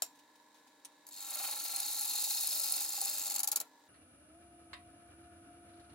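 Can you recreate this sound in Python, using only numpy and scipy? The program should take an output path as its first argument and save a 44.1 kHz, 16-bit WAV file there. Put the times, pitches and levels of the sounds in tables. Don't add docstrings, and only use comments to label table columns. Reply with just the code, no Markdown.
import sys
import numpy as np
from scipy import signal
from scipy.fft import rfft, irfft, next_fast_len
from scipy.io import wavfile
from scipy.ndimage import uniform_filter1d

SR = 44100
rng = np.random.default_rng(int(sys.argv[2]) if len(sys.argv) > 2 else 0)


def inscribe(sig):
    pcm = np.round(np.clip(np.atleast_2d(sig).T, -1, 1) * 32767)
    wavfile.write(sys.argv[1], SR, pcm.astype(np.int16))


N = 261954
TIME_S = np.arange(N) / SR
FFT_SIZE = next_fast_len(N + SR // 2, real=True) // 2 * 2
FREQ_HZ = np.maximum(np.arange(FFT_SIZE // 2 + 1) * SR / FFT_SIZE, 1)
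LEFT_RIGHT = np.array([[1], [-1]])

TURN_HZ, BELT_HZ, LOBES = 24, 8, 4
CUT_START_S, CUT_END_S, CUT_FADE_S = 1.1077, 3.386, 0.00731
SECOND_POSITION_S, FULL_SPEED_S = 3.885, 4.39

# time_s, hiss_db, drone_db
CUT_DEPTH = [(1.14, -49, -85.5), (1.17, -48, -65), (1.44, -40, -47.5), (1.55, -42, -54.5), (2.29, -37, -63),
             (2.84, -37, -57), (2.88, -40.5, -63.5), (3.07, -38, -57), (3.09, -39.5, -61),
             (3.34, -39, -59.5), (3.36, -39.5, -57)]
# time_s, lag_turns
BELT_SLIP = [(1.7, 0.017), (2.05, -0.018), (2.35, .03), (2.7, 0.072), (3.05, 0.034), (3.35, 0.064)]
# freq_hz, gain_db
FIBRE_COLOUR = [(150, -63), (600, -17.5), (1500, -14), (3000, -11), (3700, -1), (5500, -4), (6700, 2.5),
                (8300, -2.5), (10500, 0), (12000, 2), (15500, 1)]
# centre_hz, width_hz, gain_db
GOUGE_MODES = [(2520, 37, 8.5), (2744, 75, 10), (3140, 380, -2), (3734, 130, 7), (4280, 270, 7.5),
               (4400, 67, -4), (4710, 160, 6), (5080, 220.7, 4), (7500, 250, 7), (9100, 160, 4),
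               (9687, 130, -6), (10600, 210, 4.5), (11350, 170, 0)]
# start_s, end_s, angle_turns, decay_turns, over_cut_db
RIDGES = [(1.29, 1.7, 0.55, .035, 6.5), (1.288, 1.998, .29, 0.074, 3), (2.006, 2.817, 0.288, 0.075, 5.5),
          (2.82, 3.365, 0.33, 0.026, 5.5), (1.402, 1.977, 0.764, 0.091, 4.5), (1.986, 2.75, 0.75, 0.13, 4)]
# freq_hz, gain_db
RIDGE_COLOUR = [(800, -22), (1400, -15.5), (2000, -20), (2700, -18), (3200, -25), (4300, -1), (5600, -17),
                (7500, -12), (9100, 5.5), (9700, 7.5), (10450, 10), (11800, 2), (13000, 2.5), (15500, 1)]
# pitch_hz, width_hz, wander_hz, level_db, loudest_s, halving_s, lobe_turns, swing_db, uneven_db
SQUEAKS = [(3795, 120, 14, -53.5, 1.94, 0.9, 0.22, -2, 1), (4197.5, 56, 11, -49.5, 2.09, 0.7, .215, 9, 1.5),
           (4288, 59, 29, -50, 2.42, 1.43, 0.19, 5, 3.5), (5110, 104, 52, -51.5, 2.6, 0.4, 0.15, 14, 5),
           (7430, 110, 22, -48.5, 1.13, -0.3, 0.945, 6, 5), (7410, 67, 48, -47.5, 2.32, 0.5, 0.956, 4.5, 4),
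           (7430, 110, 50, -43, 3.25, 0.28, 0.18, 11, 4.5), (10660, 70, 280, -47.5, 2, 0.2, 0.32, 5, 1)]
# start_s, crack_db, tear_db, thump_db
BITES = [(1.066, -44.5, -53.5, -76), (1.087, -46.5, -61, -73), (3.297, -35, -43, -69),
         (3.359, -29, -58, -63), (3.3909, -27, -29, -51.5), (3.431, -25, -32, -52.5),
         (3.4733, -24, -33, -53.5), (3.5151, -23.5, -33, -50.5), (3.558, -22, -33, -49),
         (3.6, -29, -38, -51)]
# freq_hz, gain_db
CHIP_COLOUR = [(150, -38), (700, -40.5), (2000, -26), (3100, -14), (4150, 0.5), (5600, -2.5), (7500, 5.5),
               (8400, -6), (10500, 7), (11900, 2), (12800, 6.5), (14000, 0.5), (15500, -1.5)]
# start_s, level_db
SNAGS = [(1.3036, -39.5), (1.511, -34), (1.636, -47), (1.761, -30), (1.801, -29), (2.009, -32),
         (2.221, -32), (2.24, -29), (2.348, -34), (2.7218, -30.5), (2.764, -35), (2.803, -39),
         (3.0137, -29.5), (3.0546, -32), (3.097, -33)]
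# freq_hz, left_over_right_db
EDGE_BALANCE = [(9600, 0), (10700, -3), (12500, 3.5), (15500, 2.5)]

# start_s, end_s, angle_turns, swing_db
DRONE_SWING = [(1.274, 1.755, 0.72, 7.5), (1.825, 3.199, 0.48, 2.5)]
# freq_hz, gain_db
BLANK_COLOUR = [(30, -32), (110, -23.5), (190, -15.5), (290, -9.5), (400, -15.5), (600, -5), (930, 0),
                (1150, -4.5), (1500, -8), (2500, -0.5), (5000, -20.5)]
# centre_hz, width_hz, gain_db
BLANK_MODES = [(462, 63, 10.5), (610, 23, 5.5), (824, 103, 13), (1200, 120, -6.5), (1358, 154, 15),
               (2030, 950, -1)]
# time_s, level_db, angle_turns
END_GRAIN = [(1.25, -61.5, .62), (1.36, -53.5, .62), (1.45, -47, .62), (1.56, -77, .61), (1.741, -47.5, .6),
             (1.841, -66, .48), (2.03, -55, .48), (2.3, -57.5, .46), (2.47, -55.5, .45), (2.78, -57.5, .47),
             (2.95, -55.5, .47), (3.03, -44, .46), (3.1, -57, .48), (3.35, -56, 0.5167),
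             (3.44, -48.5, 0.5619), (3.6, -60, .55)]
# pitch_hz, level_db, t60_s
END_GRAIN_MODES = [(475.79, -20.5, 0.081), (620, -9, 0.045), (793.7, 2.5, 0.081), (841, 0.5, 0.037),
                   (1030, -24, 0.038), (1140, -11.5, 0.07), (1450, -11, 0.026)]

# start_s, level_db, decay_s
FLICKS = [(.0205, -22.5, 0.0025), (.027, -36.5, 0.012), (.062, -53, 0.0027)]
# freq_hz, gain_db
FLICK_COLOUR = [(120, -27.5), (200, -25), (730, -3.5), (1210, -13), (1910, -15), (2700, -9), (3430, -14),
                (3690, -3.5), (5130, -7.5), (5630, -1), (6170, -10), (7270, 4), (8120, -8.5), (12800, 0),
                (16000, -15)]
# centre_hz, width_hz, gain_db
FLICK_MODES = [(5500, 370, 5), (7400, 378.3, 5)]
# start_s, level_db, decay_s
SHAVINGS = [(.147, -66, .025), (.189, -62, 0.0065), (.352, -62.5, 0.0085), (.54, -67, 0.054),
            (.669, -63.5, .013)]
# freq_hz, gain_db
SHAVING_COLOUR = [(500, -12), (2500, -0.5), (5000, 2), (9000, -1.5), (15000, -6)]
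# start_s, level_db, decay_s
TAPS = [(.8485, -43, 0.0037), (.8525, -43.5, 0.005)]
# freq_hz, gain_db
TAP_COLOUR = [(290, -45), (500, -16), (708, -32.5), (974, -14), (1210, -20.5), (1690, -12), (2260, -15),
              (2730, -4.5), (4400, -12), (6060, 0.5), (7530, -8), (9630, 4.5), (10700, -14), (14900, -8),
              (16000, -40)]
# start_s, level_db, decay_s
REST_KNOCKS = [(3.94, -68.5, 0.025), (4.7315, -40, 0.0028), (4.7365, -43, 0.00361)]
# freq_hz, gain_db
REST_COLOUR = [(350, -43), (600, -11), (703, -15), (915, -14), (990, -5), (1410, -11), (1530, 1),
               (1960, -2), (3120, -10), (4750, -9), (5400, -19), (7150, -16), (10200, -18.5), (14000, -43)]
# centre_hz, width_hz, gain_db
REST_PEAKS = [(1050.3, 250, 5), (2020, 290, 8), (2770, 430, 6.5), (3950, 1400, 8.5)]
# pitch_hz, level_db, t60_s
REST_MODES = [(996.4, -3, 0.24), (1111, -4.5, 0.25), (1965.1, 0, 0.13), (2214, -16.5, 0.11),
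              (2330, -14, 0.57), (2490, -5, 0.214), (2800, -9, 0.2), (3750, -19, 0.34), (4100, -19.5, 0.25),
              (4686, -11, 0.11), (5458, -28, 0.15), (7936, -30.5, 0.33)]
# freq_hz, gain_db
RATTLE_COLOUR = [(900, -27), (1290, 2), (1450, 15), (1560, -8), (1700, 6), (2050, -16), (2370, -11),
                 (2600, -24), (2850, -16), (4000, -38)]
# start_s, level_db, decay_s
GRAZES = [(5.235, -75, .02), (5.69, -72, .015), (5.732, -71, .014), (5.765, -71, .01), (5.793, -66, 0.015),
          (5.84, -70, .012), (5.893, -66.5, 0.015), (5.925, -75, .01)]
# freq_hz, gain_db
GRAZE_COLOUR = [(800, -11), (1600, 3), (2500, -7), (3400, -1), (4500, -1), (5500, -10), (9000, -20),
                (14000, -40)]

# freq_hz, gain_db
IDLE_COLOUR = [(24, -90), (40, -58), (99, -24.5), (209, -15.5), (290, -8), (412, -14.5), (444, -10.5),
               (630, -14), (715, -23), (965, -6), (1440, -17), (1720, -12.5), (2840, -24.5), (3830, -19.5),
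               (16000, -36.5)]
# centre_hz, width_hz, gain_db
IDLE_MODES = [(277.5, 18, 11), (950, 130, 2.5), (1220, 117.86, -13.5), (1810, 180, -1.5),
              (3895.3, 420, 5.5), (7100, 440, 6.5), (8300, 220, 6)]
# freq_hz, side_over_mid_db
IDLE_WIDTH = [(60, -9.5), (110, -19), (200, -21), (380, -16.5), (700, -7.5), (1290, -6), (2380, -4.5),
              (4400, -3), (8120, 3.5), (15000, 8)]
# pitch_hz, level_db
IDLE_TONES = [(301.5, -74.5), (463.0, -84.5), (613.7, -79.5), (877.5, -88), (925.9, -80), (952.8, -78.5),
              (985.1, -98), (1017, -90), (1082, -95), (1707, -74.5), (1846, -94.5), (3768, -83)]
# freq_hz, gain_db
BELT_COLOUR = [(600, -41.5), (780, -5.5), (870, -11), (950, -1.5), (1020, -8), (1120, -28), (1250, -33)]
# freq_hz, gain_db
RUMBLE_COLOUR = [(18, -49), (30, -32.5), (70, -2.5), (172, -14), (328, -7.5), (424, -17.5), (691, -15),
                 (806, -28), (1280, -23), (2140, -29), (2370, -30), (2560, -28.5), (7950, -49),
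                 (10000, -38), (14000, -75)]
# centre_hz, width_hz, gain_db
RUMBLE_MODES = [(43.96, 26, -3), (90.72, 42, 4), (289.84, 46, 6.5), (413, 63, -3.5), (644, 120, 1.5),
                (820, 230, 5.5), (1288, 110, 11), (1474, 72, 9.5), (1710, 100, 9), (2350, 87, 12.5),
                (2830, 70.3, 11.5)]
# freq_hz, side_over_mid_db
RUMBLE_WIDTH = [(60, -36), (110, -18.5), (200, -21), (380, -12), (700, -6.5), (1290, -5), (2380, 0),
                (4400, 7), (8120, 14), (15000, 24)]
# pitch_hz, level_db, left_over_right_db
RUN_TONES = [(66, -82, 1), (83.3, -77, 0), (205, -76.5, 3.5), (276, -100, -1), (334.5, -62.5, -2.5),
             (660, -86.5, -20), (702, -65, 5.5), (729, -79, -1)]
# pitch_hz, level_db
DRIVE_TONES = [(9496, -85.5), (9884, -74.5), (9959, -84.5), (10040, -86), (10115, -81), (10584, -101)]
# freq_hz, gain_db
DRIVE_COLOUR = [(8000, -32.5), (9400, -26), (9950, -23.5), (10500, -22.5), (11500, -35.5), (14000, -51)]
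# freq_hz, side_over_mid_db
ROOM_WIDTH = [(100, 5.5), (700, -8), (1400, -4), (3000, 1), (8000, -4), (15000, -37)]


def gouge():
    _, hiss_db, drone_db = curve(CUT_DEPTH)
    breaks, thumps = bites()
    chips = through(breaks * fractures(spread_db=-0.5, apart=0.4), body(CHIP_COLOUR))
    edge = peeling(hiss_db) + chips * from_db(0.61 * LEFT_RIGHT) + snags()
    edge = through(edge, from_db(LEFT_RIGHT * spectrum_db(EDGE_BALANCE) / 2))
    edge = workshop(edge, lag_ms=0.027, near_db=-9.5, room_db=-11)
    blank = drumming(drone_db, thumps) + end_grain_knocks()
    return edge + workshop(blank, lag_ms=0.02, near_db=-10.5, room_db=-4)


def peeling(hiss_db):
    pressure = edge_pressure()
    force = pressure * from_db(hiss_db + 1.8)
    coarse_band = np.sqrt(lowpass(5500, 8))
    grain = each_turn(grains(spread_db=2.5), memory=0.54)
    grain = grain + from_db(-3.5) * fractures(spread_db=1, apart=0.93)
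    coarse = through(force * from_db(-4 + 2.46 * drift(110)) * grain, coarse_band)
    fine = through(force * fractures(spread_db=5, apart=0.24), np.sqrt(1 - coarse_band ** 2))
    fibres = through(coarse + fine, body(FIBRE_COLOUR, GOUGE_MODES))
    bevel_pressure = pressure * from_db(0.2302 * (hiss_db - hiss_db.max()))
    return fibres + ridge_cracks(hiss_db) + squeaks(bevel_pressure)


def edge_pressure(shallow_s=0.2, entry_s=0.04687, hollow_growth_s=0.066):
    since_s = np.maximum(TIME_S - CUT_START_S, 0)
    remaining_s = np.maximum(CUT_END_S - TIME_S, 0)
    grain_db = 0.85 * each_turn(drift(200), memory=0.91) + 1.2 * drift(100)
    shallow = np.exp(-since_s / shallow_s) + np.exp(-remaining_s / shallow_s)
    flutter_db = (2 + 2 * shallow) * turn_wave(0.15, per_turn=LOBES)
    wobble_db = 0.55 * turn_wave(0.25)
    hollow = passing(angle_turns=-0.05, width_turns=0.096)
    hollow_db = -18 * np.exp(-remaining_s / hollow_growth_s) * hollow
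    entry = between(CUT_START_S, CUT_END_S, CUT_FADE_S) * from_db(-5.5 * np.exp(-since_s / entry_s))
    return entry * evened(from_db(grain_db + flutter_db + wobble_db + hollow_db))


def ridge_cracks(hiss_db, rise_turns=0.024):
    hits, turns = np.zeros(N), blank_turns()
    for start_s, end_s, angle_turns, decay_turns, over_cut_db in RIDGES:
        past_turns = (turns - angle_turns + 0.251) % 1 - 0.25
        rise = np.exp(-0.5 * (np.minimum(past_turns, 0) / rise_turns) ** 2)
        crumble = np.exp(-np.maximum(past_turns, 0) / decay_turns)
        hits += from_db(over_cut_db) * between(start_s, end_s, 0.05) * rise * crumble
    force = hits * from_db(hiss_db + 2.5 * drift(48))
    return through(force * fractures(spread_db=6.5, apart=0.79), body(RIDGE_COLOUR))


def squeaks(pressure):
    out = np.zeros(N)
    for hz, width_hz, wander_hz, db, loudest_s, halving_s, lobe_turns, swing_db, uneven_db in SQUEAKS:
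        lobes_db = swing_db * turn_wave(lobe_turns, per_turn=LOBES)
        lobes_db += uneven_db * (0.44 * turn_wave(lobe_turns) + turn_wave(lobe_turns, per_turn=2))
        slip_db = 6.1 * np.tanh(each_turn(drift(260), memory=0.46) - 0.4)
        flare = evened(from_db(slip_db + lobes_db))
        swell = from_db(db) * 0.5 ** (((TIME_S - loudest_s) / halving_s) ** 2)
        rub = pressure * swell * flare * each_turn(rng.standard_normal(N), memory=0.26)
        pitch_hz = hz + wander_hz * each_turn(drift(70), memory=0.6056)
        out += resonator(rub, pitch_hz, width_hz)
    return out


def bites(tear_after_s=0.009):
    cracks = bursts([(s, db, 0.004) for s, db, _, _ in BITES], rise_s=0.0024)
    tears = bursts([(s + tear_after_s, db, 0.0046) for s, _, db, _ in BITES], rise_s=0.0043)
    pushes = [(s + delay_s, db, 0.0071) for s, _, _, db in BITES for delay_s in (0, tear_after_s)]
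    return cracks + tears, bursts(pushes, rise_s=0.0043)


def snags(ping_hz=10400):
    catches = bursts([(s, db, 0.0036) for s, db in SNAGS], rise_s=0.00098)
    ping = tone(ping_hz, waver_db=-4, wander_hz=50.1)
    crack = from_db(-0.5) * through(grains(spread_db=4), body(CHIP_COLOUR))
    return catches * (ping + crack)


def drumming(drone_db, thumps, thud_start_s=1.25, growth_db_per_s=5):
    swing_db = sum(db * between(start_s, end_s, 0.1167) * turn_wave(angle_turns)
                   for start_s, end_s, angle_turns, db in DRONE_SWING)
    force = between(CUT_START_S, CUT_END_S, CUT_FADE_S) * evened(from_db(swing_db))
    drone = force * from_db(drone_db - 0.2) + thumps
    thud_db = -59.5 + growth_db_per_s * (TIME_S - thud_start_s) + 0.71 * (drone_db - np.median(drone_db))
    thud = force * between(thud_start_s, CUT_END_S, 0.1) * from_db(thud_db) + from_db(4) * thumps
    grain = each_turn(grains(spread_db=2.5), memory=0.63)
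    blank = body(BLANK_COLOUR, BLANK_MODES)
    deep = lowpass(560, 6)
    return (through(drone * grain, blank * (1 - deep))
            + through(thud * grain, blank * deep * highpass(110, 4)))


def end_grain_knocks(rise_s=0.0023):
    time_s, level_db, angle_turns = np.transpose(END_GRAIN)
    out, age_s = np.zeros(N), TIME_S[:SR // 6]
    attack = np.minimum(age_s / rise_s, 1)
    for turn in np.arange(np.ceil(time_s[0] * TURN_HZ), time_s[-1] * TURN_HZ):
        strike_turns = np.interp(turn / TURN_HZ, time_s, angle_turns) + rng.normal(0, 0.012)
        start_s = (turn + strike_turns) / TURN_HZ
        modes = [(hz, db + rng.normal(0, 2), t60_s) for hz, db, t60_s in END_GRAIN_MODES]
        strength = from_db(np.interp(start_s, time_s, level_db))
        out[int(start_s * SR):][:len(age_s)] += strength * attack * ringing(modes, age_s)
    return out


def handling():
    flick = bursts(FLICKS, rise_s=0.00074) * fractures(spread_db=1.5, apart=0.2)
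    tap = bursts(TAPS, rise_s=0.00065) * fractures(spread_db=-2, apart=0.5365)
    rustle = bursts(SHAVINGS, rise_s=0.0057) * fractures(spread_db=8, apart=0.48)
    return (through(flick, body(FLICK_COLOUR, FLICK_MODES))
            + through(tap, body(TAP_COLOUR))
            + through(rustle, body(SHAVING_COLOUR)))


def rest_knocks():
    knocks = bursts(REST_KNOCKS, rise_s=0.00034) * fractures(spread_db=-4, apart=0.53)
    age_s = np.maximum(TIME_S - REST_KNOCKS[1][0], 0)
    return through(knocks, body(REST_COLOUR, REST_PEAKS)) + from_db(-58.5) * ringing(REST_MODES, age_s)


def rattle(start_s=4.93):
    shake_db = 10 * turn_wave(0.062, per_turn=2) - 2 * np.tanh(drift(45))
    shake = from_db(-78.5) * between(start_s, 7, 0.2) * unit_rms(from_db(shake_db))
    return through(shake * fractures(spread_db=4, apart=0.45), body(RATTLE_COLOUR))


def grazes():
    touches = bursts(GRAZES, rise_s=0.006) * fractures(spread_db=-3, apart=0.65)
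    return through(touches, body(GRAZE_COLOUR))


def idle_lathe(joint_s=0.1113):
    lap = np.cos(2 * np.pi * (TIME_S - joint_s) * BELT_HZ)
    noise = bearings() + belt_whirr(lap, joint_s)
    motor = sum(tone(hz, waver_db=0.1, wander_hz=1.24) * from_db(db - 2.5) for hz, db in IDLE_TONES)
    return noise + from_db(0.55 * lap) * motor


def bearings(throb_dip_s=0.091):
    colour = body(IDLE_COLOUR, IDLE_MODES)
    mid = through(each_turn(grains(spread_db=-2.5), memory=0.59), colour)
    side = through(each_turn(grains(spread_db=-6.5), memory=0.4), colour)
    throb = unit_rms(from_db(-np.cos(4 * np.pi * (TIME_S - throb_dip_s) * BELT_HZ)))
    mid = mid + (throb - 1) * through(mid, lowpass(421.6, 8))
    return from_db(-68) * widen(mid, side, IDLE_WIDTH)


def belt_whirr(lap, joint_s):
    throb_db = 2 * (2 * lap ** 2 - 1)
    flutter_db = 3 * turn_wave(joint_s * TURN_HZ, per_turn=2)
    joint_db = -0.5 * np.exp(3.1 * (lap - 1))
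    whirr = through(each_turn(grains(spread_db=-3), memory=0.93), body(BELT_COLOUR))
    return from_db(-71.5 + throb_db + flutter_db + joint_db) * whirr


def motor_run_up(ramp_per_s=0.88, growth_db_per_s=1.6):
    speed = np.clip(1 + ramp_per_s * (TIME_S - FULL_SPEED_S), 0.1, 1)
    shaking = rng.standard_normal((2, N)) * from_db(1.7 * drift(40))
    mid, side = through(shaking, body(RUMBLE_COLOUR, RUMBLE_MODES) * np.sqrt(highpass(51.89, 8)))
    rumble = from_db(-64 + growth_db_per_s * (TIME_S - FULL_SPEED_S)) * widen(mid, side, RUMBLE_WIDTH)
    rumble -= (1 - speed ** 3) * through(rumble, lowpass(85, 6))
    motor = sum(from_db(db + LEFT_RIGHT * pan_db / 2) * tone(hz * speed, waver_db=2.5, wander_hz=3.22)
                for hz, db, pan_db in RUN_TONES)
    return rumble + from_db(-2.5) * speed ** 4.526 * motor


def drive_whistle():
    whistle = sum(from_db(db) * tone(hz, waver_db=0, wander_hz=1.4148) for hz, db in DRIVE_TONES)
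    whistle = whistle + from_db(-80.5) * through(rng.standard_normal((2, N)), body(DRIVE_COLOUR))
    return whistle + LEFT_RIGHT * through(whistle, 1j * from_db(3.5))


def workshop(x, lag_ms, near_db, room_db, near_t60_s=0.052, room_t60_s=0.21, wall_hz=3500):
    near = from_db(near_db) * reflections(near_t60_s)
    tail = from_db(room_db) * reflections(room_t60_s) / (1 + 1j * FREQ_HZ / wall_hz)
    mid, side = near + tail
    direct = np.exp(1j * np.pi * FREQ_HZ * lag_ms / 1000 * LEFT_RIGHT)
    return through(x, direct + mid + LEFT_RIGHT * side * from_db(spectrum_db(ROOM_WIDTH)))


def reflections(t60_s):
    decay = rng.standard_normal((2, N)) * from_db(-60 * TIME_S / t60_s)
    return rfft(unit_rms(decay) / np.sqrt(N), FFT_SIZE)


def blank_turns():
    _, lag_turns = curve(BELT_SLIP)
    return TIME_S * TURN_HZ - lag_turns


def turn_wave(angle_turns, per_turn=1):
    return np.cos(2 * np.pi * per_turn * (blank_turns() - angle_turns))


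def passing(angle_turns, width_turns):
    away_turns = (blank_turns() - angle_turns + 0.5) % 1 - 0.5
    return np.exp(-0.5 * (away_turns / width_turns) ** 2)


def each_turn(x, memory):
    period = round(SR / TURN_HZ)
    turns = np.pad(x, (0, -N % period)).reshape(-1, period)
    fresh = np.sqrt(1 - memory ** 2)
    repeated, _ = signal.lfilter([fresh], [1, -memory], turns, axis=0, zi=memory * turns[-2:-1])
    return repeated.ravel()[:N]


def evened(gain):
    return gain / np.sqrt(uniform_filter1d(gain ** 2, round(SR / TURN_HZ)))


def grains(spread_db):
    return unit_rms(rng.standard_normal(N) * from_db(spread_db * np.minimum(drift(2500), 2)))


def fractures(spread_db, apart):
    separate = np.array([grains(spread_db), grains(spread_db)])
    return np.sqrt(1 - apart) * grains(spread_db) + np.sqrt(apart) * separate


def bursts(contacts, rise_s):
    out = np.zeros(N)
    for start_s, level_db, decay_s in contacts:
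        span = slice(int(start_s * SR), int(start_s * SR) + SR // 5)
        age_s = np.maximum(TIME_S[span] - start_s, 0)
        decay = np.exp(-np.maximum(age_s - rise_s, 0) / decay_s)
        out[span] += from_db(level_db) * np.minimum(age_s / rise_s, 1) * decay
    return out


def tone(hz, waver_db, wander_hz):
    cycles = np.cumsum(hz + wander_hz * drift(12)) / SR + rng.random()
    return np.sqrt(2) * np.sin(2 * np.pi * cycles) * from_db(waver_db * drift(14))


def ringing(modes, age_s):
    return sum(from_db(db - 60 * age_s / t60_s) * np.sin(2 * np.pi * hz * age_s)
               for hz, db, t60_s in modes)


def resonator(x, pitch_hz, width_hz):
    carrier = np.exp(2j * np.pi * np.cumsum(pitch_hz) / SR)
    pole = np.exp(-np.pi * width_hz / SR)
    baseband = signal.lfilter([1], [1, -pole], x / carrier + 1e-18)
    return np.real(carrier * baseband) * np.sqrt(2 * (1 - pole ** 2))


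def body(colour, modes=()):
    peaks_db = sum(db / (1 + (2 * (FREQ_HZ - hz) / width_hz) ** 2) for hz, width_hz, db in modes)
    cepstrum = irfft(np.log(unit_rms(from_db(spectrum_db(colour) + peaks_db))))
    cepstrum[1:FFT_SIZE // 2] *= 2
    cepstrum[FFT_SIZE // 2 + 1:] = 0
    return np.exp(rfft(cepstrum))


def widen(mid, side, width):
    return mid + LEFT_RIGHT * through(side, from_db(spectrum_db(width)))


def through(x, response):
    return irfft(rfft(x, FFT_SIZE) * response, FFT_SIZE)[..., :N]


def lowpass(corner_hz, order):
    return 1 / (1 + (FREQ_HZ / corner_hz) ** order)


def highpass(corner_hz, order):
    return 1 / (1 + (corner_hz / FREQ_HZ) ** order)


def spectrum_db(points):
    hz, db = np.transpose(points)
    return np.interp(np.log(FREQ_HZ), np.log(hz), db)


def curve(rows):
    columns = np.transpose(rows)
    return [np.interp(TIME_S, columns[0], column) for column in columns]


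def between(start_s, end_s, fade_s):
    return np.clip(np.minimum(TIME_S - start_s, end_s - TIME_S) / fade_s + 0.5, 0, 1)


def drift(rate_hz):
    knots = rng.standard_normal(int(N / SR * rate_hz) + 2)
    return np.interp(TIME_S * rate_hz, np.arange(len(knots)), knots)


def unit_rms(x):
    return x / np.sqrt(np.mean(x ** 2) + 1e-20)


def from_db(db):
    return 10 ** (np.asarray(db) / 20)


def scene():
    cut = gouge()
    handled, knocks, light_touches = handling(), rest_knocks(), rattle() + grazes()
    tool = (workshop(handled, lag_ms=0.026, near_db=-11, room_db=-9)
            + workshop(knocks, lag_ms=0.072, near_db=-2, room_db=-0.5)
            + workshop(light_touches, lag_ms=0.11, near_db=-5, room_db=-5))
    second = between(SECOND_POSITION_S, 7, 0.01036)
    return cut + tool + (1 - second) * idle_lathe() + second * (motor_run_up() + drive_whistle())


def record(dry):
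    return signal.sosfilt(signal.ellip(12, 0.2, 80, 15900, fs=SR, output="sos"), dry)


dry = scene()
out = record(dry)
inscribe(out)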